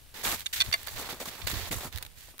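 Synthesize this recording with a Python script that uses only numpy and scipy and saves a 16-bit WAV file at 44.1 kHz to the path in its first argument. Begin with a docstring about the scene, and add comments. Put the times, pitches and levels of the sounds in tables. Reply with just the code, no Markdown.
"""On an open slope of firm snow, a climber moves upward. Gritty rubbing, like a glove or sleeve close
to the microphone, has a dull body, a crunch and a fine hiss. Crampons (boot spikes) and an axe clack
with short rings that the snow damps, and bits of crust snap. Steps, knocks and a pop of wind thud softly.
Wind buffets the two microphone ports separately; the open slope gives no echo."""
import sys
import numpy as np
from scipy import signal
from scipy.fft import rfft, irfft
from scipy.io import wavfile

SR = 44100
rng = np.random.default_rng(int(sys.argv[2]) if len(sys.argv) > 2 else 0)


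def to_wav(s):
    """Save 16-bit WAV."""
    ch = np.atleast_2d(s).T  # columns
    pcm = np.round(np.clip(ch, -1, 1) * 32767)  # PCM
    wavfile.write(sys.argv[1], SR, pcm.astype(np.int16))


N = 105840  # 2.4 seconds

SLIP_HZ, BODY_ROUGH_DB, HISS_ROUGH_DB = 169.6, 2, 1.9  # how fast and how much the rubbing jerks
FLICKER_HZ, FLICKER_DB = 890.4, 1.5
GRIT_PER_S, GRIT_SPREAD_DB, GRIT_DB = 320, 2, -9
RELEASE_S, CRUNCH_RING_DB = 0.013, -15.5
BODY_LIKENESS, CRUNCH_LIKENESS = 0.85, 0.047  # 1 means the same in both ears, 0 unrelated
# The tone of a rub's three parts. Each row: frequency in Hz, relative level in dB.
BODY_TONE = [(60, -8.5), (150, 0.5), (300, 1), (550, 2), (850, 3), (1200, 2), (1800, -7), (3000, -38),
             (6000, -18)]
CRUNCH_TONE = [(400, -30.5), (900, -26), (1400, 1), (1800, 6.5), (2400, 4.5), (3000, 3), (3600, 5),
               (4400, 4.5), (5200, 0.5), (7000, -7), (10000, -28), (16000, 0.5)]
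HISS_TONE = [(1000, -45), (3000, -46), (5500, -1), (7500, 3), (9500, -2), (12000, 3.5), (15000, -2.5),
             (17000, 1)]
# Rubs and scrapes. Each row: start, length and rise time in seconds, fade over the length in dB,
# levels of body, crunch and hiss in dB, pan of the crunch (left minus right) in dB.
RUBS = [ (0.139, 0.08, 0.0049, -1, -51.5, -44, -46.5, -9),
        (0.228, 0.05, 0.019, 4, -37.5, -28.5, -28.5, -9.5), (0.271, 0.076, 0.0055, 3, -38.5, -33, -31, -4),
        (0.34, 0.08, .005, 3.5, -54.5, -42, -42, -7), (0.437, 0.079, .01, 1.5, -75, -59, -55, -6),
        (0.5264, 0.014, 0.0064, 3.5, -47.5, -26.5, -26, -2.5),
        (0.556, 0.057, 0.0051, 6.5, -52.5, -31, -34, -1.5),
        (0.634, 0.092, 0.0058, 6.5, -49, -42.5, -42.5, -7), (0.721, 0.19, 0.0037, 8.5, -53, -43.5, -46, -8),
        (0.863, 0.16, 0.0037, 0.5, -53, -45, -44, -7), (0.947, 0.13, 0.03, 2.5, -42, -39.5, -43, -5),
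        (1.082, 0.048, 0.018, 7, -37.5, -34, -38.5, -6.5), (1.13, 0.13, .005, 1.5, -52.5, -50.5, -51, -4),
        (1.197, 0.028, 0.0064, 1.5, -42, -38.5, -38, -6), (1.253, 0.039, .004, -0.5, -48, -41, -41, -7),
        (1.293, 0.17, 0.018, 4.5, -49.5, -44, -46.5, -7),
        (1.468, 0.015, 0.0027, 1.5, -43.5, -29, -33.5, -16),
        (1.489, 0.036, 0.0047, -2.5, -46.5, -38, -38.5, -4),
        (1.537, 0.15, 0.0024, 5.5, -43.5, -36, -39.5, -5.5),
        (1.708, 0.027, 0.0074, -0.5, -40, -35.5, -33.5, -3.5),
        (1.739, 0.073, 0.0046, 8, -44, -40.5, -37.5, -3.5), (1.799, 0.078, 0.011, 6, -41, -39.5, -39, -4.5),
        (1.916, 0.068, 0.014, 0.5, -54, -45, -51.5, -19), (2.002, 0.077, 0.0071, 15.5, -50.5, -51, -68, -6),
        (2.153, 0.16, 0.024, 3.5, -69.5, -52.5, -51, -8)]


def rubbing(t):
    """Gritty, jerky rubbing close to the microphone, like a glove or sleeve, with a faint metal ring."""
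    body_power = crunch_power = hiss_power = 0
    for start, length, rise, fade_db, body_db, crunch_db, hiss_db, pan_db in RUBS:
        age = np.maximum(t - start, 0)
        fade = undb(-fade_db * np.minimum(age / length, 1))
        release = np.exp(-np.maximum(age - length, 0) / RELEASE_S)
        envelope = np.minimum(age / rise, 1) * fade * release
        body_power += (undb(body_db) * envelope) ** 2
        crunch_power += (undb(crunch_db) * envelope * pan(pan_db)) ** 2
        hiss_power += (undb(hiss_db) * envelope) ** 2
    slip = wobble(SLIP_HZ)
    flicker = unit(undb(FLICKER_DB * wobble(FLICKER_HZ)))
    friction = crackle(CRUNCH_LIKENESS) * flicker
    grit = (rng.random(N) < GRIT_PER_S / SR) * undb(GRIT_SPREAD_DB * rng.standard_normal(N))
    friction += undb(GRIT_DB) * unit(grit * rng.standard_normal((2, N)))
    crunch = colour(friction * np.sqrt(crunch_power), CRUNCH_TONE)
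    ring = unit(ringing(crackle(CRUNCH_LIKENESS), CRAMPON_MODES))
    steel = undb(CRUNCH_RING_DB) * ring * np.sqrt(crunch_power)
    body = crackle(BODY_LIKENESS) * np.sqrt(body_power) * flicker * undb(BODY_ROUGH_DB * slip)
    hiss = crackle(likeness=0) * np.sqrt(hiss_power) * undb(HISS_ROUGH_DB * slip)
    return colour(body, BODY_TONE) + crunch + steel + colour(hiss, HISS_TONE) * pan(db=-0.5)


def crackle(likeness, per_second=14000, spread_db=3.5):
    """Dense tiny clicks of uneven size; likeness is the share both ears hear."""
    shape = (3, N)  # shared, left, right
    happens = rng.random(shape) < per_second / SR
    size = undb(spread_db * np.minimum(rng.exponential(size=shape), 6))
    clicks = unit(happens * size * np.sign(rng.standard_normal(shape)))
    return np.sqrt(likeness) * clicks[0] + np.sqrt(1 - likeness) * clicks[1:]


def ringing(push, modes):
    """Pushed metal rings at its own frequencies, called modes."""
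    return sum(undb(db) * signal.lfilter(*signal.iirpeak(hz, hz * ring_s / np.log(1000), fs=SR), push)
               for hz, db, ring_s in modes)


DAMP_S, FREE_SHARE, MUTE_S = 0.0032, 0.49, 0.026  # snow damps the ring fast, then mutes the share left
MAIN_MODE_HZ, CHATTER_HZ, CHATTER_DB = 3550, 450, 2.5
CRACK_DB, CRACK_S = -11, 0.0042
DETUNE = 0.003  # each contact loads the metal differently, shifting its modes by about this share
# The tone of the crack on contact. Each row: frequency in Hz, relative level in dB.
CRACK_TONE = [(200, -36), (900, -10.5), (1800, -2.5), (4000, -1), (5900, -6), (6700, -6), (7600, -7),
              (12000, -9.5), (16000, -17)]
# How the crampon, the axe and the axe's spike ring.
# Each row: frequency in Hz, relative level in dB, seconds to fade by 60 dB when ringing freely.
CRAMPON_MODES = [(670, -27.5, .12), (1115, -17, .099), (1530, -12, .06), (1990, -9, .09), (2400, -4, .11),
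                 (2700, -8, .04), (3200, -6, .045), (3440, 2, .05), (3595, 4, .055), (4170, -2, .05),
                 (4310, -6, .055), (4490, -1, .06), (5720, -7, .035), (5940, -9, .035)]
AXE_MODES = [(666, -29, .14), (1102, -15, .1), (1730, 0, .055), (2085, -2, .07), (2300, -5, .06),
             (2800, -4, .046), (3470, -3, .035), (3590, 1, .05), (4300, -9, .05), (4495, 0, .075),
             (4588, 3, .07), (5700, -10, .05), (6090, -13, .045)]
SPIKE_MODES = [(1635, -10, .03), (2280, -6, .05), (2780, -8, .03), (3605, 4, .028), (4502, -16, .15),
               (5720, -13, .025), (6735, -10, .035)]
# When each one strikes. Each row: start in seconds, level in dB, rise time in seconds,
# treble tilt and focus on the main mode (both in dB per octave), pan in dB.
CRAMPON_HITS = [(.6025, -14, 0.0024, 6.5, 1, -3.5), (.6103, -14.5, 0.00095, -0.5, 4, -3.5),
                (.616, -14.5, 0.0031, -1, -1.5, -2), (1.4163, -33.5, .00087, -4, 0, -13)]
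AXE_HITS = [(.7248, -27, 0.00056, 5.5, -10, 3), (.7268, -16.5, 0.0016, 6.5, 0, -10.5),
            (.738, -13.5, 0.0018, -8.5, 2, -0.5), (.882, -31.5, 0.0015, 1.5, -8.5, -11)]
SPIKE_HITS = [(.4597, -26.5, .0006, 5.5, -10, -8.5), (.4642, -19, 0.00063, -13, 20, -8)]


def metal_clacks(hits, modes):
    """Each contact makes a crack and rings the metal, which the snow quickly damps."""
    out = np.zeros((2, N))
    age = np.arange(SR // 10) / SR
    hz, mode_db, ring_s = np.array(modes, float).T[:, :, None]
    octaves_from_main = np.abs(np.log2(hz / MAIN_MODE_HZ))
    for start, db, rise, tilt_db, focus_db, pan_db in hits:
        gain = undb(mode_db + tilt_db * np.log2(hz) - focus_db * octaves_from_main)
        gain = gain / np.sqrt(np.sum(gain ** 2)) * np.exp(-np.log(1000) * age / ring_s)
        shifted_hz = hz * (1 + DETUNE * rng.standard_normal(hz.shape))
        phase = 2 * np.pi * (shifted_hz * age + rng.random((2, len(hz), 1)))
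        onset = np.minimum(age / rise, 1)
        after = np.maximum(age - rise, 0)
        damping = FREE_SHARE + (1 - FREE_SHARE) * np.exp(-after / DAMP_S)
        envelope = onset * damping * np.exp(-(after / MUTE_S) ** 2)
        chatter = undb(CHATTER_DB * wobble(CHATTER_HZ)[:len(age)])
        strength = np.sqrt(np.mean(np.sum(gain ** 2, axis=0) * envelope ** 2))
        ring = strength * unit(np.sum(gain * np.sin(phase), axis=1) * envelope * chatter)
        noise = colour(rng.standard_normal((2, len(age))), CRACK_TONE)
        crack = noise * undb(CRACK_DB) * onset * np.exp(-after / CRACK_S)
        add(out, start, (ring + crack) * undb(db) * pan(pan_db))
    return out


# The tone of breaking crust. Each row: frequency in Hz, relative level in dB.
SNAP_TONE = [(150, -35.5), (700, -11), (1700, 3.5), (2800, 2.5), (3800, 7), (5500, -6), (8000, -2),
             (12000, -2.5), (16000, 1)]
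# Snaps. Each row: start in seconds, level in dB, fade time in seconds, treble tilt in dB per octave.
SNAPS = [(.249, -25.5, 0.0057, -3), (.269, -23.5, .002, -7), (0.2747, -22, 0.0017, -6),
         (0.2825, -25, 0.0018, -8.5), (0.3068, -26, 0.0019, -4), (0.3162, -23.5, .001, -6),
         (0.3238, -25, 0.0016, -3), (0.341, -28, 0.00083, -7), (.3955, -27.5, 0.0016, 3),
         (0.4066, -27, 0.00077, 0.5), (.662, -29.5, 0.0016, -2), (0.7147, -29.5, .0012, -4),
         (0.8314, -30.5, 0.00089, 2), (0.872, -22.5, 0.0016, 3), (0.883, -41, 0.0037, 1),
         (.962, -34, 0.0015, -1), (1.095, -33, 0.0011, 0), (1.132, -34, 0.0012, -4),
         (1.26, -30.5, 0.0016, 1.5), (1.286, -28.5, 0.0011, -6), (1.4738, -18, .0007, -1),
         (1.482, -21.5, 0.00052, -2.5), (1.514, -27.5, 0.005, -0.5), (1.7139, -26.5, .0016, -3.5),
         (1.8087, -33, 0.0011, -5), (1.926, -34, 0.0022, -0.5), (1.9595, -27, 0.0016, -0.5),
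         (1.975, -25, 0.0017, 1.5), (1.9843, -24.5, 0.00097, 0), (2.0254, -27, .0041, 0.5),
         (2.05, -35.5, 0.0025, 0), (2.064, -33.5, 0.0023, -0.5), (2.3813, -27.5, 0.00044, 2.5),
         (2.392, -35.5, 0.02, -1)]


def crust_snaps():
    """Single pieces of crust break in tiny bursts; thick ones sound duller."""
    out = np.zeros((2, N))
    age = np.arange(SR // 10) / SR
    for start, db, decay, tilt_db in SNAPS:
        burst = undb(db) * np.exp(-age / decay) * rng.standard_normal((2, len(age)))
        tone = [(hz, level + tilt_db * np.log2(hz)) for hz, level in SNAP_TONE]
        add(out, start, colour(burst, tone))
    return out * pan(db=-3)


# Soft thuds. Each row: start in seconds, level in dB, centre frequency in Hz, fade time in seconds.
THUDS = [(0.68, -36.5, 112, 0.0073), (0.871, -25.5, 870, 0.0032), (1.125, -36, 297, 0.01),
         (1.21, -34.5, 463, 0.011), (1.257, -24.5, 754, 0.003), (1.27, -43, 133, 0.018),
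         (1.526, -34.5, 207, 0.019), (1.594, -45, 256, 0.017), (1.703, -33, 161, 0.015),
         (1.728, -43, 255, 0.013), (1.753, -35.5, 150, 0.0091), (1.846, -35.5, 140, 0.014),
         (2.28, -44, 554, 0.0054), (2.338, -41.5, 587, 0.0038)]


def soft_thuds(rise_s=0.0072, edge_db=-19):
    """Short, dull bursts of noise: boot steps, knocks and a pop of wind on the microphone."""
    out = np.zeros(N)
    age = np.arange(SR // 10) / SR
    for start, db, hz, decay in THUDS:
        band = [(hz / 4, edge_db), (hz / np.sqrt(2), 0), (hz * np.sqrt(2), 0),
                (hz * 4, edge_db), (hz * 16, -60)]
        envelope = np.minimum(age / rise_s, 1) * np.exp(-age / decay)
        thud = unit(envelope * colour(rng.standard_normal(len(age)), band))
        add(out, start, undb(db) * np.sqrt(np.mean(envelope ** 2)) * thud)
    return out


# The tone of the wind's rumble and the air's hiss. 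Each row: frequency in Hz, relative level in dB.
WIND_TONE = [(12, -19), (28, -3.5), (45, -5.5), (70, 0.5), (110, -5.5), (170, -18), (300, -40), (800, -69),
             (3000, -70)]
AIR_TONE = [(30, 20), (150, 3.5), (500, 1), (1200, -1.5), (3800, 0.5), (6000, -4), (12000, -2.5),
            (16000, -4.5)]
# Wind pressure on each microphone port. Each row: time in seconds, level in dB.
GUSTS_LEFT = [(0, -53.5), (.21, -58.5), (.28, -41), (.42, -48.5), (.5, -60), (.6, -43), (.65, -51),
              (.685, -33), (.73, -54), (1.03, -49.5), (1.39, -57.5), (1.455, -32.5), (1.5, -50),
              (1.72, -51), (2.02, -64), (2.2, -72), (2.3, -46), (2.4, -84)]
GUSTS_RIGHT = [(0, -82), (.3, -56), (.5, -71), (.68, -46), (.88, -61), (.96, -35.5), (1.02, -57),
               (1.39, -57), (1.5, -45), (1.57, -33), (1.62, -36), (1.66, -47.5), (1.77, -35), (1.81, -46.5),
               (1.86, -32.5), (1.91, -58), (1.952, -33.5), (2.02, -48.5), (2.17, -48), (2.4, -73)]


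def wind(t, air_db=-55.5):
    """Gusts rumble on each port separately, over a faint steady hiss of air."""
    gusts = np.array([undb(np.interp(t, *np.array(port).T)) for port in (GUSTS_LEFT, GUSTS_RIGHT)])
    rumble = unit(colour(rng.standard_normal((2, N)), WIND_TONE))
    air = undb(air_db) * colour(crackle(likeness=0.31), AIR_TONE) * pan(db=-0.87)
    return gusts * rumble + air


def undb(db):
    """Turn decibels into a number to multiply by."""
    return 10 ** (np.asarray(db) / 20)


def unit(x):
    """Scale to an average power of 1."""
    return x / np.sqrt(np.mean(x ** 2, axis=-1, keepdims=True))


def pan(db):
    """Make the left side db louder than the right, keeping the total power."""
    gains = undb(np.array([[db], [-db]]) / 2)
    return gains / np.sqrt(np.mean(gains ** 2))


def colour(x, points):
    """Shape the tone along (Hz, dB) points; white noise keeps its power."""
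    n = x.shape[-1]
    hz, db = np.array(points, float).T
    grid_hz = np.maximum(np.arange(n + 1) * SR / (2 * n), 1)
    gain = unit(undb(np.interp(np.log(grid_hz), np.log(hz), db)))
    # Fold the filter forward in time, so nothing sounds before its cause.
    cepstrum = irfft(np.log(gain))
    cepstrum[1:n] *= 2
    cepstrum[n + 1:] = 0
    return irfft(rfft(x, 2 * n) * np.exp(rfft(cepstrum)))[..., :n]


def wobble(rate_hz):
    """Glide between random values, with a spread of 1."""
    return unit(np.interp(np.arange(N) / SR * rate_hz, np.arange(N), rng.standard_normal(N)))


def add(out, start, sound):
    """Mix a short sound in at its start time."""
    i = int(start * SR)
    out[..., i:i + sound.shape[-1]] += sound[..., :N - i]


def scene():
    """Rubbing, metal, crust, thuds and wind together."""
    t = np.arange(N) / SR
    metal = metal_clacks(CRAMPON_HITS, CRAMPON_MODES)
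    metal += metal_clacks(AXE_HITS, AXE_MODES)
    metal += metal_clacks(SPIKE_HITS, SPIKE_MODES)
    return wind(t) + rubbing(t) + soft_thuds() + crust_snaps() + metal


def record(dry):
    """Cut off the very highest treble."""
    top_hz = 15650
    return signal.sosfilt(signal.ellip(10, .2, 70, top_hz, fs=SR, output="sos"), dry)


dry = scene()
out = record(dry)
to_wav(out)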